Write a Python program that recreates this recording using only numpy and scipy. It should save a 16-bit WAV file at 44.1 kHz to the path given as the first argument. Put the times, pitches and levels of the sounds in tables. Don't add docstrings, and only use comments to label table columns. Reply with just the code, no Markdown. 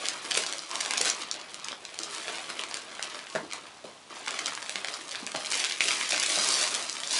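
import sys
import numpy as np
from scipy import signal
from scipy.fft import rfft, irfft
from scipy.io import wavfile
from scipy.ndimage import uniform_filter1d

SR = 44100
rng = np.random.default_rng(int(sys.argv[2]) if len(sys.argv) > 2 else 0)


def natural_amplitude(level_db):
    exponent = np.asarray(level_db, float) / 20
    return 10 ** exponent


def put_to_file(sound):
    columns = np.atleast_2d(sound).T
    safe = np.clip(columns, -1, 1)
    whole_steps = np.round(safe * 32767)
    wavfile.write(sys.argv[1], SR, whole_steps.astype(np.int16))


N = 317079
EDGE_HZ = 11035


def evened(x):
    return x / np.sqrt(np.mean(x ** 2) + 1e-20)


def read(points, hz):
    f, value = np.transpose(points)
    return np.interp(np.log(hz + 1), np.log(f + 1), value)


def coloured(x, spectrum):
    gain = natural_amplitude(read(spectrum, np.fft.rfftfreq(len(x), 1 / SR)))
    return irfft(rfft(x) * gain, len(x))


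def add(mix, start_s, sound):
    part = mix[max(round(start_s * SR), 0):][:len(sound)]
    part += sound[:len(part)]


def causal(gain):
    log_gain = np.log(np.concatenate([gain, gain[-2:0:-1]]) + 1e-5)
    return np.fft.ifft(np.exp(np.conj(signal.hilbert(log_gain)))).real


def hump(f, hz, octaves):
    return np.exp(-.5 * (np.log2((f + 1) / hz) / octaves) ** 2)


# frequency_hz, density_db (per Hz)
AIR = [(15, -57), (25, -20), (96, -5), (182, -3.5), (492, -4), (1080, -1), (1400, -8.5), (2710, -5),
       (4070, -6.5), (9440, -15), (11000, -17.5), (14300, -51), (22000, -120)]


def room_air():
    return natural_amplitude(-53.5) * evened(coloured(rng.standard_normal(N), AIR))


# peak_s, build_up_s (per 10 dB), let_go_s (per 10 dB), effort_db, coarseness_db
GRABS = [(0.059, 8, 0.17, -40.5, 0.5), (0.248, 0, 0.05, -39.5, -1), (0.344, 0, 0.09, -29.5, -8),
         (.5, 0.5, 0.19, -41.5, 1), (0.739, 0.05, 0.16, -38.5, 0.5), (.83, -0.5, 0.15, -41, -8),
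         (0.951, 0.1, 0.12, -42.5, 6.5), (1.068, 0.02, 0.024, -25, -1),
         (1.231, 0.35, -0.23, -42, 1.5), (1.35, 0.3, 0.15, -49, 5), (1.56, 0.13, -0.24, -47, -7),
         (1.656, -0.13, 0, -45.5, -30), (1.713, 0.14, -0.14, -48, 7.5), (1.87, 0.2, 0.1, -55.5, -8),
         (2.031, -0.5, 0.31, -43, -5), (2.18, 0.34, 0.28, -45.5, 2), (2.29, 0.15, 0.2, -43, 4.5),
         (2.509, 0.04, 0, -40.5, 4), (2.609, 0.15, 0.02, -45, 5), (2.77, 0.32, 0.13, -45, 0),
         (2.969, 0.13, 0.1, -50.5, 2), (3.042, -0.13, -0.07, -34, -2), (3.16, 0.3, 0.1, -47, 5.5),
         (3.36, 0.2, 0.1, -49, 0), (3.54, 0.02, 0.05, -44.5, 3),
         (3.68, 0.3, 0.2, -54.5, 1.5), (3.85, 0, 0.1, -52, 3), (4.105, -0.06, 0.2, -48.5, 2.5),
               (4.165, 0.05, 0.2, -48, 2), (4.29, -0.04, 0.42, -43, 5), (4.479, 0.03, 0.02, -38.5, 3),
               (4.72, 0.2, 0.14, -43.5, -22), (4.769, -0.43, 0.44, -51, 4), (4.881, 0.02, 0.34, -43, -3.5),
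               (5.12, -0.24, 0.5, -46.5, 1), (5.369, 0.02, 0.3, -41, -3), (5.46, 0, 0.06, -46, 2),
               (5.514, -0.0748, 0.26, -32.5, -7), (5.621, 0.09, -0.04, -33, -5),
               (5.7, -0.08, -0.56, -40, -9), (5.819, -0.16, 0.35, -30, -9), (5.888, 0, 0.33, -35.5, -3),
               (6.129, -0.2, 0.23, -31.5, -5), (6.298, 0.02, 0.3, -30.5, -4),
               (6.471, 0.12, 0.27, -27, -9.5), (6.62, 0.17, 0.03, -28.5, -4), (6.78, 0.3, 0.09, -37, 0),
               (6.86, 0.1, 0.06, -44, 1), (6.975, 0.05, 0.06, -43, -5), (7.04, 0.06, 0.1, -39, -2),
               (7.124, 0.03, 2.5, -28.5, -6)]


def hands():
    grabs = np.transpose(GRABS)[:, :, None]
    peak, build, go, effort_db, coarse_db = grabs
    t = np.arange(0, N + 64, 64) / SR
    rising = (peak - t) / np.maximum(build, .005)
    falling = (t - peak) / np.maximum(go, .005)
    shape_db = -10 * np.where(t < peak, rising, falling)
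    flap_db = -4.0 + 0.49 * coarse_db - 0.44 * (effort_db + 39)
    levels_db = []
    for db in (0 * flap_db, coarse_db, flap_db):
        power = (natural_amplitude(effort_db + db + shape_db) ** 2).sum(0)
        levels_db.append(np.interp(np.arange(N) / SR, t, 10 * np.log10(power + 1e-12)))
    return levels_db


def ring(hz, cycles, phase, size=500):
    u = np.arange(size) / SR * hz / cycles
    return u * np.exp(1 - u) * np.sin(2 * np.pi * (cycles * u + phase))


# frequency_hz, density_db (per Hz)
PAPER = [(59, -57), (100, -20), (325, -9), (512, -9), (674, -3.5), (837, -7.5), (1220, -2), (1420, -6),
         (2030, -2.5), (5310, -2), (11000, -6.5), (14300, -99), (22000, -120)]


def crackle(clumps_db, lo_hz, hi_hz, per_s, cycles, spread_db, count=14):
    chance = per_s * natural_amplitude(clumps_db) / SR
    size = natural_amplitude(spread_db * np.minimum(rng.exponential(1, N), 3.0))
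    size = size * (rng.random(N) < chance) / np.sqrt(per_s)
    kind = rng.integers(0, count, N)
    out = np.zeros(N)
    for k, hz in enumerate(np.geomspace(lo_hz, hi_hz, count)):
        pop = ring(hz, cycles, rng.random())
        pop = pop / np.linalg.norm(pop) * np.sqrt(hz)
        out += signal.oaconvolve(size * (kind == k), pop)[:N]
    return evened(coloured(out, PAPER))


def rustle():
    fine_db, middle_db, broad_db = hands()
    per_s = 800 * natural_amplitude(.6 * (fine_db + 45))
    wander = uniform_filter1d(uniform_filter1d(rng.standard_normal(N), 200), 200)
    clumps_db = 2.8 * evened(wander)
    fine = crackle(clumps_db, 3740, 16000, per_s, cycles=0.46, spread_db=2.0)
    middle = crackle(clumps_db, 1176, 3800, 0.65 * per_s, cycles=0.4, spread_db=0.5)
    broad = crackle(.4 * clumps_db, 192, 1328, .9 * per_s, cycles=0.46, spread_db=4.0)
    return taut(natural_amplitude(fine_db + 1.0) * fine + natural_amplitude(middle_db + 0.5) * middle + natural_amplitude(broad_db + 0.5) * broad)


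# frequency_hz, t60_s
WALLS = [(200, 0.3), (1000, 0.21), (4000, 0.17), (10000, 0.1)]
# delay_s, level_db
ECHOES = [(.0013, -6), (.0086, -19.5), (.013, -24), (0.028, -13.5), (0.049, -14)]


def tail():
    taps = np.zeros(SR // 2)
    at = np.arange(60, len(taps) - 20, 20)
    taps[at + rng.integers(0, 20, len(at))] = rng.choice([-1., 1.], len(at))
    hz, t, z = signal.stft(taps, SR, nperseg=256)
    dying = natural_amplitude(-60 * t / read(WALLS, hz)[:, None])
    out = signal.istft(z * dying, SR, nperseg=256)[1]
    out *= np.interp(np.arange(len(out)) / SR, [0, .006, .009], [.45, .45, 1])
    out *= natural_amplitude(-4.5) / np.linalg.norm(out)
    for delay_s, db in ECHOES:
        add(out, delay_s + rng.uniform(-.0006, .0006), natural_amplitude(db) * np.array([-.7, -.3]))
    return out


def room(x, count=16):
    place = (np.arange(N) / SR / .03) % count
    out = np.zeros(N)
    for k in range(count):
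        distance = abs((place - k + count / 2) % count - count / 2)
        share = np.cos(np.pi / 2 * np.clip(distance, 0, 1))
        out += signal.fftconvolve(x * share, tail())[:N]
    return out


def crease(f, hz, octaves):
    core = hump(f, hz, max(1.215 * octaves, .15)) + natural_amplitude(-15) * hump(f, hz, 2.35)
    tilted = core * ((f + 300) / hz) ** 0.0066 + 0.0018
    return causal(tilted / (1 + (f / EDGE_HZ) ** 8))[:600]


# start_s, level_db (over 2
# ms), pitch_hz, spread_octaves
CREASES = [(0.034, -36.5, 2550, 0.54), (0.0565, -24, 3550, 0.5), (0.0619, -31, 2030, 0.77),
           (0.0669, -28, 5110, 1), (0.0859, -18, 5140, 0.81), (0.1798, -42, 2660, 0.71),
           (0.1845, -45, 4050, 0.77), (0.2511, -31.5, 2050, 1.6), (0.2993, -38, 3310, 0.51),
           (0.3186, -20.5, 3230, 0.48), (0.3519, -20.5, 2880, 0.56), (0.4373, -24.5, 2780, 1),
           (0.4649, -25, 4750, 0.63), (0.4695, -28, 4530, 0.29), (0.4901, -33, 4100, 0.43),
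           (0.5005, -39, 2700, 0.69), (0.5259, -24.5, 3500, 1.3), (0.5356, -28, 2980, 1.04),
           (0.5833, -29.5, 3860, 1.4), (0.5924, -28.5, 4570, 0.24),
           (0.7135, -27, 4100, 0.48), (0.7485, -34, 6000, 0.5), (0.7562, -23, 3880, 0.62),
           (0.811, -22, 4500, 1.1), (0.8502, -27, 4160, 0.41), (0.861, -24.5, 2310, 1.8),
           (0.909, -19.5, 2800, 1.85), (0.9366, -22, 2620, 1.6), (0.9744, -22, 5100, 0.27),
           (1.0016, -30, 4710, 0.38), (1.05, -22, 3730, 0.93), (1.0563, -22, 6240, 1.5),
           (1.0824, -26, 6340, 0.35), (1.0904, -28, 4810, 0.94), (1.0931, -25, 4250, 1.3),
           (1.21, -35, 3490, 0.64), (1.2176, -32, 4700, 0.74), (1.222, -29, 4040, 0.34),
           (1.2353, -32.5, 2910, 1.2),
           (1.3137, -20.5, 5200, 0.35), (1.3418, -32.5, 4890, 0.79), (1.394, -40, 2130, 0.83),
           (1.3987, -37.5, 2660, 0.83), (1.4141, -36, 4010, 0.45), (1.5444, -29.5, 4490, 1.3),
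           (1.5983, -38, 4650, 0.56), (1.6455, -28.0, 5900, 0.38), (1.673, -41, 3660, 1.4),
           (1.685, -26, 3100, 0.82), (1.7197, -28.5, 3900, 0.29), (1.729, -31, 1080, 0.74),
           (1.852, -30, 3670, 0.63), (1.8923, -39.5, 2480, 0.53), (1.9432, -34.5, 2930, 1.9),
           (1.99, -24.5, 4940, 0.62), (2.0023, -34, 5770, 0.45), (2.0166, -36, 3290, 0.83),
           (2.034, -26.5, 5290, 0.51), (2.043, -37, 4540, 0.92), (2.109, -38, 3450, 0.76),
           (2.135, -37, 3420, 1.09), (2.1493, -29.5, 5690, 0.61), (2.1625, -34.5, 4060, 1.7),
           (2.1824, -32, 3460, 1.1), (2.2815, -26, 1460, 0.94), (2.3244, -39, 2410, 1.37),
           (2.356, -33, 2980, 1.49), (2.3843, -30, 1530, 1.2), (2.5826, -49, 5430, 0.86),
           (2.594, -23, 2880, 0.16), (2.613, -34, 6310, 0.99), (2.6372, -25.5, 1970, 1.03),
           (2.687, -44, 6500, 0.8), (2.724, -35, 1840, 0.64), (2.743, -23.5, 4240, 1.3),
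           (2.915, -40, 1380, 0.22), (2.9517, -41, 4290, 0.76), (2.9947, -29, 1140, 0.57),
           (3.027, -23, 4500, 0.75), (3.035, -33, 3430, 1.2), (3.0997, -38, 3890, 0.66),
           (3.1464, -34, 2660, 0.72), (3.1543, -37, 4750, 0.3), (3.1577, -37, 2090, 0.63),
           (3.1915, -34, 3560, 0.57), (3.2696, -35, 2050, 0.63), (3.301, -37, 4570, 0.58),
           (3.3256, -39, 3010, 0.72), (3.3521, -28.5, 1450, 0.79), (3.3585, -24.5, 1690, 0.22),
           (3.366, -32, 1260, 0.46), (3.4995, -44, 2120, 0.84), (3.505, -39, 2880, 0.62),
           (3.5128, -33.5, 2650, 0.62), (3.524, -30, 2500, 0.69), (3.5342, -26.5, 4630, 1.2),
           (3.669, -42, 1797, 1.19), (4.101, -44, 3430, 1), (4.107, -47, 3090, 0.72),
           (4.263, -32, 2700, 1.2), (4.2756, -26.5, 1380, 0.69), (4.2811, -22.5, 2305, 0.99),
            (4.2902, -31, 1650, 0.95), (4.3078, -27.5, 4550, 0.83), (4.3416, -33, 2470, 1.05),
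            (4.3454, -36, 3940, 0.64), (4.4454, -34, 4210, 0.8), (4.4597, -21, 4550, 0.53),
            (4.4683, -26.5, 5140, 0.49), (4.5224, -30, 1305, 0.32), (4.5346, -32.5, 2300, 1.6),
            (4.5515, -29, 5400, 0.56), (4.5761, -28, 1480, 0.7), (4.621, -35.5, 1970, 1.51),
            (4.6272, -29.5, 2140, 1.3), (4.662, -33.5, 2170, 0.71), (4.667, -39.0, 2900, 1.5),
            (4.6949, -23.5, 3010, 1.55), (4.7046, -39, 2600, 0.56), (4.7071, -42, 3250, 1),
            (4.7575, -22, 2370, 0.67), (4.766, -36, 1610, 1.5),
           (4.8164, -39, 1840, 0.68), (4.8468, -23, 2090, 0.9), (4.873, -33, 4570, 0.36),
          (4.8852, -25.5, 2050, 0.85), (4.933, -38, 4060, 0.59), (4.9399, -27.5, 5130, 0.25),
          (4.9445, -31.5, 4030, 0.56), (5.011, -37, 2520, 0.6), (5.082, -36, 5270, 1.2),
          (5.0925, -32.5, 3690, 1.3), (5.1115, -32, 5080, 0.41), (5.1162, -31, 4070, 0.93),
          (5.124, -33, 3350, 0.53), (5.149, -28.5, 1680, 0.4), (5.1558, -27.5, 3480, 0.3),
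          (5.1592, -32, 2740, 0.75), (5.1927, -36, 2250, 0.5), (5.2157, -39, 4300, 0.37),
          (5.266, -26.5, 5150, 0.83), (5.2732, -29, 2360, 0.31), (5.3187, -30, 3070, 1.8),
          (5.3498, -24.5, 1490, 0.67), (5.36, -26.5, 3120, 0.73), (5.3637, -28.5, 3180, 1.5),
          (5.4051, -35, 5160, 0.75), (5.4095, -35, 2120, 0.7), (5.4476, -29.5, 2810, 0.47),
          (5.4537, -31, 4610, 1.2), (5.4608, -27.5, 4250, 0.87), (5.4691, -27, 3910, 0.35),
           (5.5042, -28, 7500, 0.66), (5.522, -21, 3670, 1), (5.533, -25, 2600, 0.36),
           (5.5425, -22.0, 3990, 0.64), (5.5544, -24.5, 5410, 1), (5.596, -24.5, 4450, 1.3),
           (5.6008, -22, 3690, 0.56), (5.6414, -20, 2720, 0.64), (5.647, -20, 3440, 0.82),
           (5.6549, -24.5, 2870, 0.8), (5.666, -27, 3410, 0.64), (5.687, -36, 3580, 0.59),
           (5.6982, -26, 3700, 0.39), (5.7104, -25, 2520, 0.35), (5.7225, -23, 4050, 0.49),
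           (5.7773, -33.5, 3110, 0.76), (5.7996, -32, 3070, 0.81), (5.8072, -12, 2500, 0.38),
           (5.811, -25, 4000, 0.5), (5.814, -36, 2130, 0.25), (5.84, -25, 3360, 0.86),
           (5.875, -26, 4570, 0.9), (5.8808, -22, 3170, 0.55), (5.885, -17.5, 3330, 0.6),
           (5.8888, -21, 3040, 0.63), (5.9081, -18, 2700, 0.33), (5.9157, -21.5, 3500, 0.73),
           (5.9863, -30, 2400, 0.76), (6.0024, -40, 1870, 0.79), (6.0121, -21.5, 2080, 0.58),
           (6.0272, -29.5, 2660, 0.46), (6.0345, -30, 3090, 1.1),
           (6.07, -36, 4360, 0.72), (6.0772, -48, 2670, 0.85), (6.122, -19.5, 2860, 0.46),
           (6.131, -26, 5500, 0.84), (6.1403, -25, 2420, 0.34), (6.1455, -24, 1660, 1.1),
           (6.164, -33, 4010, 0.73), (6.1789, -22, 3110, 0.85), (6.2206, -25, 2450, 0.51),
           (6.3004, -22, 3290, 0.61), (6.3582, -21, 4900, 0.54), (6.3871, -21, 5580, 0.6),
           (6.4883, -20, 6650, 0.47), (6.541, -18, 5300, 0.17), (6.5706, -26, 3370, 1.7),
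           (6.6134, -24.5, 5180, 0.33), (6.6385, -23, 3850, 0.77), (6.6417, -23.5, 2630, 1.02),
           (6.677, -24, 4150, 0.72), (6.7084, -33, 4450, 0.86), (6.7425, -23, 4380, 0.51),
           (6.7484, -22, 5180, 1.02), (6.7516, -24, 5440, 1), (6.826, -28, 5800, 0.5),
           (6.8515, -34, 4180, 0.65), (6.8913, -30, 3520, 0.49), (6.897, -23, 5300, 0.4),
           (6.9052, -40, 4010, 0.9), (6.928, -30, 5200, 0.3), (6.953, -33.5, 3210, 0.98),
           (6.9563, -32.5, 2600, 1.1), (6.9684, -29, 2760, 0.39), (6.9821, -38, 5470, 0.73),
           (7.0026, -29, 3840, 1.3), (7.035, -25.5, 3030, 0.45), (7.0748, -25.5, 6100, 0.25),
           (7.1033, -35, 4540, 0.83), (7.1095, -23, 4660, 0.55)]


def snaps():
    out = np.zeros(N)
    f, t = np.fft.rfftfreq(1024, 1 / SR), np.arange(200) / SR
    creases = np.array(CREASES)
    chance = rng.standard_normal((len(creases), 200))
    chance[:, 16] += 2.5 * np.sign(chance[:, 16])
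    breaking = t * np.exp(-t / .00038)
    z = rfft(chance * breaking, 1024)
    overall = np.sqrt(uniform_filter1d(abs(z) ** 2, size=37, axis=1))
    even = irfft(z / overall, 1024)[:, :200]
    for (start_s, db, hz, octaves), noise in zip(creases, even):
        crack = np.convolve(noise, crease(f, hz, octaves))
        crack = crack / np.linalg.norm(crack) * np.sqrt(0.0017 * SR)
        add(out, start_s - .0006, natural_amplitude(db - 1) * crack)
    return out


# start_s, length_ms, level_db, pitch_hz, spread_octaves
ZIPS = [(0.3073, 7.1, -26, 3300, 1.6), (.37, 9.3, -23, 3800, 1.46), (.804, 6.8, -27, 3280, 1.1),
        (.977, 4.3, -22, 4430, 1), (1.0108, 5, -20, 4800, 1), (1.0985, 3.5, -20.5, 6100, .35),
        (2.4995, 3.4, -32, 3180, 1.7), (2.7107, 3.4, -34, 2380, 0.96), (2.768, 5, -35, 3600, 1.2),
        (4.389, 8.3, -29.5, 2870, .9), (4.477, 7.4, -35.5, 2000, 1.1), (5.513, 5, -29, 3500, .8),
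        (6.089, 4.3, -28.5, 5200, .9), (6.104, 8, -25.5, 3950, .8), (6.197, 3.8, -23.5, 6330, 0.83),
        (6.227, 4.5, -24, 5800, 1.2), (6.234, 4, -24, 4400, 1.3), (6.259, 7.4, -26, 3600, 0.76)]


def zips():
    out = np.zeros(N)
    f, ms = np.fft.rfftfreq(1024, 1 / SR), np.arange(900) / SR * 1000
    chance = rng.standard_normal((len(ZIPS), 2, 900))
    for (start_s, length_ms, db, hz, octaves), (noise, uneven) in zip(ZIPS, chance):
        length_ms = max(length_ms, 1)
        swell = np.sqrt(np.sin(np.pi * np.clip(ms / length_ms, 0, 1)).clip(0))
        ragged = natural_amplitude(4.5 * evened(uniform_filter1d(uneven, size=24)))
        run = np.convolve(noise * swell * ragged, crease(f, hz, octaves))
        run = run / np.linalg.norm(run) * np.sqrt(length_ms / 1000 * SR)
        add(out, start_s, natural_amplitude(db) * run)
    return out


# frequency_hz, density_db (per Hz)
BOX = [(40, -28), (200, 3.5), (400, 3.5), (1200, -6.5), (2000, -18.5), (4000, -8), (11000, -25.5)]
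# start_s, peak_db, pitch_hz, t60_s
KNOCKS = [(0.372, -31, 443, 0.17), (1.006, -28, 477, 0.063), (1.712, -39, 700, 0.073),
          (1.997, -42, 312, 0.099), (3.351, -23, 630, 0.057), (3.358, -22.5, 1000, 0.045),
          (3.363, -30, 1680, 0.035), (3.43, -36.5, 304, 0.062), (3.841, -35.5, 564, 0.078),
          (4.277, -37, 593, 0.11), (4.479, -39, 603, 0.08), (4.756, -33.5, 692, 0.081),
          (5.226, -35.5, 227, 0.19), (5.345, -27, 720, 0.077), (5.854, -38, 353, 0.17),
          (6.129, -28, 700, 0.16), (6.374, -28.5, 657, 0.08)]


def knocks():
    out = np.zeros(N)
    f, t = np.fft.rfftfreq(4096, 1 / SR), np.arange(4096) / SR
    chance = rng.standard_normal((len(KNOCKS), 4096))
    for (start_s, db, hz, t60_s), noise in zip(KNOCKS, chance):
        body = causal(natural_amplitude(read(BOX, f)) * (1 + 3 * hump(f, hz, 0.2)))
        contact = 1 + 2.2 * np.exp(-t / .003)
        z = rfft(noise * natural_amplitude(-60 * t / t60_s) * contact)
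        even = irfft(z / np.sqrt(uniform_filter1d(abs(z) ** 2, size=15)))
        knock = np.convolve(even, body[:1500])[:4096]
        add(out, start_s, natural_amplitude(db) * knock / abs(knock).max())
    return out


# start_s, end_s, pitch_hz, level_db
TAUT = [
    (0.672, 0.896, 950, 1.5),
    (5.5, 5.86, 2250, 0),
    (5.94, 6.293, 2300, -1),
    (6.28, 6.693, 4845, -12.5),
    (7.063, 7.25, 5000, -6.5),
]


def taut(x):
    f, t = np.fft.rfftfreq(N, 1 / SR), np.arange(N) / SR
    out = x.copy()
    for start_s, end_s, hz, db in TAUT:
        held = np.clip(np.minimum(t - start_s, end_s - t) / 0.02, 0, 1)
        out += irfft(rfft(x * held) * natural_amplitude(db) * hump(f, hz, 0.28), N)
    return out


def scene():
    air = room_air()
    sheet = rustle() * natural_amplitude(-4.5) + knocks()
    cracks = snaps() + zips()
    return (sheet + cracks + room(sheet + natural_amplitude(-1.5) * cracks) + air)[None]


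def roll_off(x):
    return signal.sosfilt(signal.butter(12, 12230, fs=SR, output="sos"), x)


def record(dry):
    lopsided = dry + 0.16 * dry ** 2
    thin = signal.sosfilt(signal.butter(1, 70, "high", fs=SR, output="sos"), lopsided)
    pressed = 1.2 * np.tanh(thin / 1.2)
    band_limit = signal.firwin(181, EDGE_HZ, window=("kaiser", 6.5), fs=SR)
    limited = signal.oaconvolve(pressed, band_limit[None], "same")
    return roll_off(limited)


dry = scene()
out = record(dry)
put_to_file(out)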